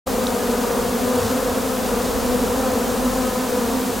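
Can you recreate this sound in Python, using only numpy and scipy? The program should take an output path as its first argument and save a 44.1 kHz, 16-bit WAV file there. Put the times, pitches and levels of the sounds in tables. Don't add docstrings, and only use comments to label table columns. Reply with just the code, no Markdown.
import sys
import numpy as np
from scipy import signal
from scipy.fft import rfft, irfft
from scipy.io import wavfile
from scipy.ndimage import map_coordinates

SR = 44100
rng = np.random.default_rng(int(sys.argv[2]) if len(sys.argv) > 2 else 0)


def pcm_store(signal):
    levels = np.round(np.clip(np.atleast_2d(signal), -1, 1) * 32767)
    wavfile.write(sys.argv[1], SR, levels.astype(np.int16).T)


N = 176400

# f/Hz, level/dB
WING_TONE = [(240, -10), (490, 1.5), (730, -8), (1000, -10), (1260, -12.5), (1550, -19), (1800, -21.5),
             (2200, -36.5), (3200, -33.5), (5000, -62)]
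# t/s, level/dB, pitch offset/Hz
BUSTLE = [(0, 2.5, 0), (.45, 1, -1), (.72, 1.5, -5), (1.2, 2.4, 1.5), (1.7, 0.9, 2), (1.952, 1, -3),
          (2.2, 1.6, 1), (2.451, 2.5, -3), (2.68, 1.4, 4), (2.93, 2, -1.5), (3.25, 0, 2), (3.6, 0.7, 0),
          (4, -1.4, -3.5)]
# f/Hz, side level/dB
CROWD_WIDTH = [(200, -12), (260, -16), (400, -10.5), (500, -12.5), (750, -8), (1300, -9.5), (3000, -15)]
CROWD_LEAN = [(250, -32), (500, -27), (1000, -15), (2000, -12)]
# t/s, length/s, wingbeat/Hz, fundamental/dB, overtones/dB, left minus right/dB
FLYBYS = [(0.315, 0.13, 238, -28.5, -31, 2.5), (0.475, 0.2, 241.4, -27, -30, 1.5),
          (0.541, 0.081, 250.6, -33, -27, -1), (0.729, 0.17, 235.3, -43, -26.5, 2),
          (1.161, 0.208, 240.4, -29, -30, 2.5), (1.36, 0.18, 257.3, -34, -32, 1.1),
          (1.496, 0.094, 243.6, -25.5, -29, -1.5), (1.957, 0.116, 238.7, -32, -25.5, 1.5),
          (2.1, 0.09, 250, -29, -37, 3), (2.38, .2, 246, -24.5, -33.5, .8),
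          (2.668, 0.18, 255.4, -30, -26, .4), (2.866, 0.12, 236.1, -28, -33, -2),
          (3.068, .1, 251, -21.5, -33, -0.5), (3.242, .16, 254.4, -29.5, -26, 3),
          (3.411, 0.083, 252.7, -35, -26.5, -2), (3.579, 0.068, 249, -26, -26, 1),
          (3.7, 0.15, 231.3, -25, -28, 1), (3.785, 0.24, 259.5, -26, -36, -3.5)]
# f/Hz, level/dB
AIR_TONE = [(60, -39), (150, -5), (330, -0.5), (600, -8), (1100, -5.5), (1700, -10.5), (2500, -35),
            (6000, -47), (12000, -57)]
PUFF_TONE = [(30, -34), (70, 13), (95, 19), (130, 12), (300, -37), (2000, -75)]
# t/s, length/s, level/dB
PUFFS = [(1.256, .11, -32), (1.535, 0.074, -35), (2.363, 0.08, -38), (2.732, 0.036, -29)]
# t/s, length/s, level/dB
SCUFFS = [(.59, 0.089, -49), (1.255, 0.22, -35), (1.868, 0.043, -35), (2.046, .07, -37), (2.34, 0.18, -40),
          (3.19, .15, -40)]
# f/Hz, level/dB
SCUFF_TONE = [(500, -17), (1400, 0), (4000, 5), (7000, 3), (10000, -1.5), (16000, -5)]
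# t/s, f/Hz, level/dB
TICK_CONTACTS = [(0.2689, 3900, -12), (0.2708, 4100, -26), (0.271, 5900, -21)]
# f/Hz, level/dB
RUMBLE_TONE = [(20, -48), (32, -30), (41, -1.5), (48, 5), (57, -17), (75, -10), (95, -4), (120, -18),
               (170, -16), (400, -46), (3000, -70)]
BREEZE_TONE = [(20, -2.5), (60, 10), (100, -5), (160, -10.5), (300, -3), (1000, -49), (5000, -80)]
HISS_TONE = [(300, 5.5), (2000, 1), (4000, 0.43), (5500, -0.25), (7000, 1), (9000, -1.5), (12000, -2.5),
             (16000, -3.7)]
# t/s, level/dB
GUSTS = [(0, -36), (.6, -52), (.8, -39), (1.05, -43), (1.9, -40), (2.3, -31), (2.72, -37.5), (2.9, -45),
         (3.12, -35), (3.4, -44), (4, -44)]
# f/Hz, side level/dB
HISS_WIDTH = [(2000, -9.5), (4500, -13.5), (8800, -12), (9800, -38), (16000, -56)]

WANDER, WANDER_RATE = .026, 4.5
FLUTTER, FLUTTER_RATE = 0.005986, 30
DISTANCE_DB, TURN_DB, MOVE_RATE = 2, -0.5, 5.014


def wingbeat(hz, base_hz, harmonics=20, size=4096):
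    k = np.arange(2, harmonics + 1)
    spectrum = np.zeros(size // 2 + 1, complex)
    spectrum[k] = gain_at(WING_TONE, k * base_hz) * np.exp(2j * np.pi * rng.random(len(k)))
    overtone_cycle = irfft(spectrum) * size / 2
    beats = np.cumsum(hz) / SR + rng.random()
    index = (beats * size).astype(int) % size
    return np.sin(2 * np.pi * index / size), overtone_cycle[index]


def crowd(centre_hz, spread_hz, count):
    mid, side = 0, 0
    rank = (np.arange(count) + .5) / count
    offsets = np.log(rank / (1 - rank)) * np.sqrt(3) / np.pi
    for k, offset in enumerate(offsets):
        own_hz = centre_hz + spread_hz * offset
        drift = 1 + WANDER * walk(WANDER_RATE) + FLUTTER * walk(FLUTTER_RATE)
        fundamental, overtones = wingbeat(own_hz * drift, own_hz.mean())
        facing = undb(TURN_DB * walk(MOVE_RATE) / 2)
        nearness = undb(DISTANCE_DB * walk(MOVE_RATE))
        bee = (fundamental * facing + overtones / facing) * nearness
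        mid += bee
        side += (-1) ** k * bee
    return stereo(unit(mid), colour(unit(side), CROWD_WIDTH) + colour(unit(mid), CROWD_LEAN))


def flybys(t, doppler=.015):
    out = np.zeros((2, N))
    for at, length, hz, fundamental_db, overtones_db, pan_db in FLYBYS:
        glide = 1 - doppler * np.tanh(2 * (t - at) / length) + FLUTTER * walk(FLUTTER_RATE)
        fundamental, overtones = wingbeat(hz * glide, hz)
        buzz = unit(fundamental) * undb(fundamental_db) + unit(overtones) * undb(overtones_db)
        out += pan(buzz * swell(t, at, length), pan_db)
    return out


def wing_wash(t, rush_db=-35, side_db=-9):
    air = stereo(noise(AIR_TONE), undb(side_db) * noise(AIR_TONE))
    puffs = swells(t, PUFFS) * noise(PUFF_TONE)
    return undb(rush_db) * pan(air, db=2.4) + puffs


def board_rustle(t, grains_per_s=220, grain_db=3.5):
    grains = np.interp(t * grains_per_s, np.arange(2048), rng.standard_normal(2048))
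    texture = unit(noise(SCUFF_TONE) * undb(grain_db * grains))
    return pan(swells(t, SCUFFS) * texture, db=0.99)


def board_tick(t, rise_s=0.00037, decay_s=0.00081):
    out = 0
    for at, hz, db in TICK_CONTACTS:
        age = np.maximum(t - at, 0)
        attack = np.minimum(age / rise_s, 1)
        decay = np.exp(-np.maximum(age - rise_s, 0) / decay_s)
        out += undb(db) * attack * decay * np.sin(2 * np.pi * hz * age)
    return out


def outdoor_bed(t, rumble_db=-37.5, hiss_db=-30):
    rumble = undb(rumble_db) * noise(RUMBLE_TONE)
    gusts = undb(np.interp(t, *np.array(GUSTS).T))
    breeze = gusts * np.array([noise(BREEZE_TONE), noise(BREEZE_TONE)])
    hiss = undb(hiss_db) * stereo(noise(HISS_TONE), colour(noise(HISS_TONE), HISS_WIDTH))
    return rumble + breeze + pan(hiss, db=0.2)


def undb(db):
    return 10 ** (np.asarray(db) / 20)


def unit(x):
    return x / np.sqrt(np.mean(x ** 2))


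def gain_at(curve, hz):
    f, db = np.array(curve, float).T
    return undb(np.interp(np.log(np.maximum(hz, 1)), np.log(f), db))


def colour(x, curve):
    return irfft(rfft(x) * gain_at(curve, np.arange(N // 2 + 1) * SR / N), N)


def noise(curve):
    return unit(colour(rng.standard_normal(N), curve))


def stereo(mid, side):
    return np.array([mid + side, mid - side])


def pan(x, db):
    return x * undb(np.array([[db], [-db]]) / 2)


def walk(rate):
    knots = rng.standard_normal(512)
    coarse = np.linspace(0, N, 1024)
    path = map_coordinates(knots, [coarse / SR * rate + rng.random()], order=3, mode="wrap")
    return np.interp(np.arange(N), coarse, path)


def swell(t, at, length):
    return np.exp(-2 * ((t - at) / length) ** 2)


def swells(t, cues):
    return sum(undb(db) * swell(t, at, length) for at, length, db in cues)


def scene():
    t = np.arange(N) / SR
    times, level_db, offset_hz = np.array(BUSTLE).T
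    bustle = undb(np.interp(t, times, level_db))
    bend_hz = np.interp(t, times, offset_hz)
    flying = undb(-26) * crowd(250.74 + bend_hz, spread_hz=11.5, count=20)
    hovering = undb(-28.5) * crowd(217.84 + bend_hz, spread_hz=19, count=14)
    hum = bustle * (flying + hovering)
    return hum + flybys(t) + wing_wash(t) + board_rustle(t) + board_tick(t) + outdoor_bed(t)


def record(dry):
    start_s, fade_s, cutoff_hz = 0.057, 0.014, 15900
    fade_in = np.clip((np.arange(N) / SR - start_s) / fade_s, 0, 1) ** 3
    high_cut = signal.ellip(12, .1, 70, cutoff_hz, fs=SR, output="sos")
    return signal.sosfilt(high_cut, dry * fade_in)


dry = scene()
out = record(dry)
pcm_store(out)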